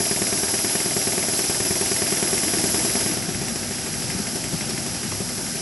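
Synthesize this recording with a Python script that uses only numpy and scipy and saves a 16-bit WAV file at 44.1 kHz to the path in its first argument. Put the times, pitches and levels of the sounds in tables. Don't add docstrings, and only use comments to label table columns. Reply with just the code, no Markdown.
import sys
import numpy as np
from scipy import signal
from scipy.fft import rfft, irfft, next_fast_len
from scipy.io import wavfile
from scipy.ndimage import uniform_filter1d

SR = 44100
rng = np.random.default_rng(int(sys.argv[2]) if len(sys.argv) > 2 else 0)


def volts_from_db(level):
    exponent = np.asarray(level, float) / 20
    return 10 ** exponent


def inscribe(sig):
    pcm = np.round(np.clip(np.atleast_2d(sig).T, -1, 1) * 32767)
    wavfile.write(sys.argv[1], SR, pcm.astype(np.int16))


N = 247401

FULL_SPEED_TURNS_PER_S = 9.43
FIRST_TURN = .039
BACK_TURN, BACK_DRIFT_TURN = .4696, .048
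OPEN_TAP_DB = -24.3

# (time [s], level [dB])
AIR_DB = [(0, -24.5), (1.5, -24.5), (3.0, -24), (3.12, -26), (3.2, -30), (3.5, -29.5), (5.61, -29.5)]
# (time [s], speed [turns/s])
SPEED_TURNS_PER_S = [(0, 9.325), (.8, 9.389), (1.45, 9.414), (1.75, 9.606), (2.5, 9.697), (2.9, 9.5),
                     (3.1, 9.217), (3.3, 8.174), (3.55, 6.643), (3.9, 6.417), (4.25, 5.849), (4.8, 5.968),
                     (5.61, 5.597)]
# (time [s], level [dB])
SHAKE_DB = [(0, -36), (.5, -34.5), (1.8, -34.5), (2.5, -33), (2.83, -33), (3.05, -31), (4.4, -30),
            (5.0, -31.5), (5.61, -33)]
# (time [s], level on its clicks [dB])
PLAY_DB = [(0, 0), (2.4, 0), (2.6, -2), (3.0, -2), (3.2, 0), (3.5, 2), (3.6, -4), (3.8, -3), (3.94, 1),
           (4.3, 1.5), (4.78, 3), (4.9, -3), (5.61, -2)]

# (frequency [Hz], density [dB/Hz])
LOW_RUMBLE = [(15, -63), (25, -33), (34, -69), (43, -12.5), (97, -5), (124, -4), (167, -2.5), (215, -7),
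              (249, 1.5), (290, -60), (380, -35), (640, -120)]
# (frequency [Hz], density [dB/Hz])
UPPER_RUMBLE = [(140, -7), (240, -23), (275, 0), (389, -2.5), (408, -7), (451, -16), (494, -5.5),
                (588, -10), (653, -10.5), (790, -7), (862, -17), (951, -24), (1050, -27), (1360, -45),
                (2310, -120)]
# (frequency [Hz], width [Hz], level over rumble [dB])
BENCH_PEAKS = [(345, 30, 0), (380, 40, 2.5), (648, 22, 7), (914, 35, 2)]
# (frequency [Hz], density [dB/Hz])
HISS = [(2350, -15), (4000, -12), (4650, -12), (4900, -3.5), (5100, -5.5), (5840, -3), (6290, -7),
        (6750, -3), (7180, -4), (7770, -4.5), (9190, -8.5), (9560, -7.5), (10600, 0.5), (11000, -1),
        (11400, -5), (14900, -75), (22000, -120)]
# (frequency [Hz], width [Hz], level over hiss [dB])
JET_PEAKS = [(5096, 200, 8), (5790, 160, 4), (7000, 250, -6), (11100, 1240, 3.5)]
# (frequency [Hz], density [dB/Hz])
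WASH = [(470, -36), (800, -3.5), (893, 5.5), (1030, -4), (1240, 1.5), (1580, 0.5), (1820, 0.5), (2030, 2),
        (3800, -2.5), (4600, 2), (5980, 2.5), (10100, -120)]

# (time [s], peak [dB], frequency [Hz])
BUMPS = [(3.283, -23.5, 178), (3.35, -29, 143), (3.519, -27, 207), (3.628, -27, 190), (3.79, -44, 310),
         (4.148, -21.5, 187), (4.199, -19, 210), (4.33, -24, 222), (4.532, -18.5, 169), (4.726, -30, 191),
         (5.051, -21.5, 213), (5.108, -30, 123), (5.204, -20, 191)]
# (time [s], peak [dB], frequency [Hz])
ROCKS = [(2.25, -26.5, 359), (2.362, -28, 348), (2.469, -21.5, 328), (2.57, -22, 320), (2.67, -25, 307),
         (2.781, -24, 311), (2.88, -28, 310), (3.016, -25.5, 373), (3.097, -22.5, 301)]

# (frequency [Hz], level [dB], t60 [s])
OUT_THUMP = [(200, 0, .05), (352, -5, .045), (384, -6, .15), (655, -12, .05), (140, -8, .04)]
# (frequency [Hz], level [dB], t60 [s])
BACK_THUMP = [(180, 0, .03), (306, -1, .03), (376, -15, .12), (570, -10, .012)]
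# (frequency [Hz], level [dB], t60 [s])
OUT_CLICK = [(1168, -5, .014), (1771, 1.5, .022), (2185, 0, .016), (2900, -11, .01)]
# (frequency [Hz], level [dB], t60 [s])
BACK_CLICK = [(1100, -7, .008), (1780, -3, .015), (2080, 0, .022), (2450, -8, .02)]
# (frequency [Hz], level [dB], t60 [s])
ROD = [(500, -8, .03), (648, 0, .075), (760, -5, .02), (880, -4, .02)]
# (frequency [Hz], level [dB], t60 [s])
VALVE = [
    [(7900, 0, .04), (2600, -9, .03)],
    [(8000, 0, .045), (2650, -3, .03), (3100, -6, .022)],
]
# (delay [s], level [dB])
SLACK = [
    [(.013, -7), (.0192, -12)],
    [(.008, -3), (.0107, 0), (.0203, -7), (.026, -7)],
]
# (delay [s], level over pop [dB])
PORT = [
    [(.0002, -3), (.0022, 0), (.038, -12)],
    [(.0002, 0), (.028, -16)],
]
TOUCH_DB = [-8, -30]
# (full-speed level [dB], loss per dB of air [dB],
# loss at twice the turn time [dB], scatter [dB])
CLICK_FORCE = [(-15.7, 1.1, 7, 1), (-18.2, .3, 4.5, .6)]
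# same columns, all [dB]
THUMP_FORCE = [(-18.7, .4, 13, .7), (-24.5, 1.2, 9, .8)]
# same columns, all [dB]
KNOCK_FORCE = [(-19, 1.3, 0, 1), (-24, 2.3, -3.5, 0.58)]
# same columns, all [dB]
SEAT_FORCE = [(-24.5, 0.43, 2.6, 1.7), (-25, 0.22, 1, 1)]

# (frequency [Hz], level under middle [dB])
APART = [(30, -15), (100, -12.5), (300, -16.5), (800, -14), (1400, -8.5), (2400, -11.5), (4000, -12),
         (5200, -20), (7000, -16), (9000, -12), (11500, -19)]
# (start [s], end [s])
STEREO_SPANS = [(1.315, 1.514), (1.644, 1.744), (2.058, 2.118), (2.336, 2.387), (2.711, 2.768),
                (3.129, 3.234), (3.451, 3.512), (3.963, 4.023), (4.055, 4.153), (4.335, 4.396),
                (4.519, 4.625), (5.172, 5.229), (5.31, 5.37), (5.402, 5.464), (5.541, 5.598)]
# (start [s], end [s])
MONO_SPANS = [(1.815, 1.855), (3.665, 3.715)]


def curve(rows, t):
    return np.interp(t, *np.transpose(rows))


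def spans(rows):
    t = np.arange(N) / SR
    return uniform_filter1d(sum((t > a) * (t < b) * 1. for a, b in rows), size=500)


def colour(x, shape):
    hz = np.maximum(np.arange(N // 2 + 1) * SR / N, 1)
    f, db = np.transpose(shape)
    return irfft(rfft(x) * volts_from_db(np.interp(np.log(hz), np.log(f), db)), N)


def walk(rate_hz):
    k = int(SR / rate_hz)
    steps = np.repeat(rng.standard_normal(N // k + 1), k)
    return 0.63 * uniform_filter1d(uniform_filter1d(steps, k), k)[:N]


def noise(shape, peaks=(), flicker_db=1, rate_hz=10, grain_db=0, count=4):
    size = next_fast_len(N)
    hz = np.maximum(np.arange(size // 2 + 1) * SR / size, 1)
    f, db = np.transpose(shape)
    gain = volts_from_db(np.interp(np.log(hz), np.log(f), db, left=-120, right=-120))
    for centre_hz, width_hz, peak_db in peaks:
        gain = gain * volts_from_db(peak_db / (1 + (2 * (hz - centre_hz) / width_hz) ** 2))
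    lumps = volts_from_db(grain_db * rng.exponential(size=N))
    spectrum = rfft(rng.standard_normal(N) * lumps, size) * gain
    place = np.interp(np.log(hz), np.log(f[[0, -1]]), [0, count - 1])
    out = 0
    for k in range(count):
        band = irfft(spectrum * np.clip(1 - abs(place - k), 0, 1), size)[:N]
        out = out + band * volts_from_db(flicker_db * walk(rate_hz))
    return out / np.std(out)


def ring(modes, push_s):
    t = np.arange(6000) / SR
    y = sum(volts_from_db(db) * np.cos(2 * np.pi * hz * t) * 1000. ** (-t / t60_s) for hz, db, t60_s in modes)
    y = np.convolve(y, np.sin(np.pi * np.clip(t[:200] / push_s, 0, 1)))
    return y / abs(y).max()


def strike(at_s, db, sound):
    hits = np.zeros(N + 1)
    place = np.clip(np.asarray(at_s) * SR, 0, N - 1)
    whole = place.astype(int)
    hits[whole] = volts_from_db(db) * (1 - place + whole)
    hits[whole + 1] = volts_from_db(db) * (place - whole)
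    return signal.fftconvolve(hits, sound)[:N]


def room(x, t60_s=.14, wet_db=-16, dull_hz=2500):
    t = np.arange(9000) / SR
    tail = rng.standard_normal(len(t)) * 1000. ** (-t / t60_s) * (t > .006)
    tail = signal.lfilter(*signal.butter(1, dull_hz, fs=SR), tail)
    return volts_from_db(wet_db) * signal.fftconvolve(x, tail / np.sqrt(np.sum(tail ** 2)))[:N]


def capsules(mid):
    lean = 0.39 * signal.lfilter(*signal.butter(1, 450., fs=SR), mid)
    early = 0.47 * np.gradient(colour(mid, [(8000, -15), (10500, 0.5)]))
    scatter = rng.standard_normal(16000) * np.exp(-np.arange(16000) / 4000)
    scatter = scatter / np.sqrt(np.sum(scatter ** 2))
    side = lean + early + colour(signal.fftconvolve(mid, scatter)[:N], APART)
    return np.array([mid + side, mid - side])


def crank():
    t = np.arange(N) / SR
    speed = curve(SPEED_TURNS_PER_S, t)
    turns = np.cumsum(speed) / SR - FIRST_TURN
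    back = turns - BACK_TURN - BACK_DRIFT_TURN * (FULL_SPEED_TURNS_PER_S / speed - 1)
    return [np.interp(np.arange(int(angle[-1]) + 1), angle, t) for angle in (turns, back)]


def exhaust_pulse(ends_s, rise_s, decay_s):
    t = np.arange(4000) / SR
    at_s = np.concatenate(ends_s)
    return strike(at_s, 0 * at_s, np.exp(-t / decay_s) * (1 - np.exp(-t / rise_s)))


def bearing_rumble(shake_db, upper_db, breath):
    low = noise(LOW_RUMBLE, [(213, 35, 3)], flicker_db=-2.5, rate_hz=6.8)
    upper = noise(UPPER_RUMBLE, BENCH_PEAKS, flicker_db=0.0, rate_hz=11.0, grain_db=1.5)
    return volts_from_db(shake_db - 3.5) * low + volts_from_db(upper_db - 2.0) * (1.02 + 0.62 * breath) * upper


def exhaust_wash(wash_db, breath):
    wash = noise(WASH, [(1580, 124, 4.2)], flicker_db=2.0, rate_hz=12., grain_db=1.5, count=9)
    return volts_from_db(wash_db) * (1.017 + 0.38 * breath) * wash


def leak_hiss(hiss_db, puff):
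    hiss = noise(HISS, JET_PEAKS, flicker_db=0.94, rate_hz=22., count=5)
    hiss = volts_from_db(hiss_db) * (1 + 0.24 * puff) * hiss
    dulling = np.clip(-.07 * (hiss_db + 26.5), 0, 1)
    return hiss - dulling * colour(hiss, [(7000, -46), (10000, 0.5)])


def bench_knocks():
    out = 0
    for at_s, db, hz in BUMPS:
        out = out + strike([at_s], db + 0.5, ring([(hz, 0, .07), (1.65 * hz, -9, .04)], push_s=0.002))
    for at_s, db, hz in ROCKS:
        out = out + strike([at_s], db, ring([(hz, 0, .16)], push_s=0.0013))
    tick = [(450, -3, .02), (700, -1, .02), (850, -3, .02), (1000, -1, .022), (1150, -5, .015)]
    return out + strike([5.122], -19.5, ring(tick, push_s=.0004))


def water_spit():
    t = np.arange(1500) / SR
    pitch_hz = 5600 - 1900 * np.clip(t / .022, 0, 1) ** 1.4
    whistle = np.sin(2 * np.pi * np.cumsum(pitch_hz) / SR)
    ragged = .65 + 1.6 * uniform_filter1d(rng.standard_normal(len(t)), size=40)
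    swell = np.sin(np.pi * np.clip(t / 0.026, 0, 1) ** 0.51)
    return strike([4.688], -23, swell * whistle * ragged)


def force(rule, at_s):
    full_db, per_air, slow_db, scatter_db = rule
    longer = FULL_SPEED_TURNS_PER_S / curve(SPEED_TURNS_PER_S, at_s) - 1
    air_db = curve(AIR_DB, at_s) - OPEN_TAP_DB
    return full_db + per_air * air_db - slow_db * longer + scatter_db * rng.standard_normal(len(at_s))


def rod_knocks(k, at_s, play_db):
    slow = FULL_SPEED_TURNS_PER_S / curve(SPEED_TURNS_PER_S, at_s)
    knock_db = force(KNOCK_FORCE[k], at_s) + np.minimum(play_db, 0) * (slow < 1.1)
    out = 0
    for lag_s, db in SLACK[k]:
        loose = rng.standard_normal((len(at_s), 2)).T
        knock_s = at_s + lag_s * slow ** .2 + .0002 * loose[0]
        out = out + strike(knock_s, knock_db + db + loose[1], ring(ROD, push_s=.0009))
    return out


def strokes(ends_s):
    out = 0
    for k, (thump, click) in enumerate([(OUT_THUMP, OUT_CLICK), (BACK_THUMP, BACK_CLICK)]):
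        at_s = ends_s[k]
        play_db = k * curve(PLAY_DB, at_s)
        click_db = force(CLICK_FORCE[k], at_s) + play_db
        thump_db = force(THUMP_FORCE[k], at_s)
        out = out + strike(at_s, thump_db + 5 - k, ring(thump, push_s=.0008))
        out = out + strike(at_s - .003, thump_db + TOUCH_DB[k], ring(thump[1:], push_s=.0008))
        for lag_s, db in PORT[k]:
            contact_db = click_db + db + .6 * rng.standard_normal(len(at_s))
            out = out + strike(at_s + lag_s, contact_db, ring(click, push_s=.0002))
        seat_db = force(SEAT_FORCE[k], at_s) + play_db
        out = out + strike(at_s + .0025, seat_db, ring(VALVE[k], push_s=.00006))
        out = out + rod_knocks(k, at_s, play_db)
    return out


def scene():
    t = np.arange(N) / SR
    hiss_db, shake_db = curve(AIR_DB, t), curve(SHAKE_DB, t)
    air_rise_db = hiss_db - OPEN_TAP_DB
    shake_rise_db = shake_db - SHAKE_DB[1][1]
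    upper_db = -36 + 0.67 * shake_rise_db + 0.63 * air_rise_db
    wash_db = -35 + 0.51 * shake_rise_db + 0.71 * air_rise_db
    ends_s = crank()
    puff = exhaust_pulse(ends_s, rise_s=.001, decay_s=.01)
    breath = exhaust_pulse(ends_s, rise_s=.0028, decay_s=.03)
    hits = strokes(ends_s) + bench_knocks() + water_spit()
    air = leak_hiss(hiss_db, puff) + exhaust_wash(wash_db, breath)
    rumble = bearing_rumble(shake_db, upper_db, breath)
    return capsules(hits + room(hits) + air + rumble)


def roll_off(x):
    return signal.sosfilt(signal.butter(12, 12800, fs=SR, output="sos"), x)


def record(dry):
    split_hz, top_hz = 800, 11480
    x = signal.sosfilt(signal.butter(3, 45., "highpass", fs=SR, output="sos"), dry)
    mid, side = (x[0] + x[1]) / 2, (x[0] - x[1]) / 2
    bass = colour(side, [(split_hz, 0), (split_hz + 60, -90)])
    side = bass * (1 - spans(MONO_SPANS)) + (side - bass) * spans(STEREO_SPANS)
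    top_cut = [(top_hz, 0), (top_hz + 60, -38), (top_hz + 250, -70)]
    mix = np.array([colour(v, top_cut) for v in (mid + side, mid - side)])
    return roll_off(mix)


dry = scene()
out = record(dry)
inscribe(out)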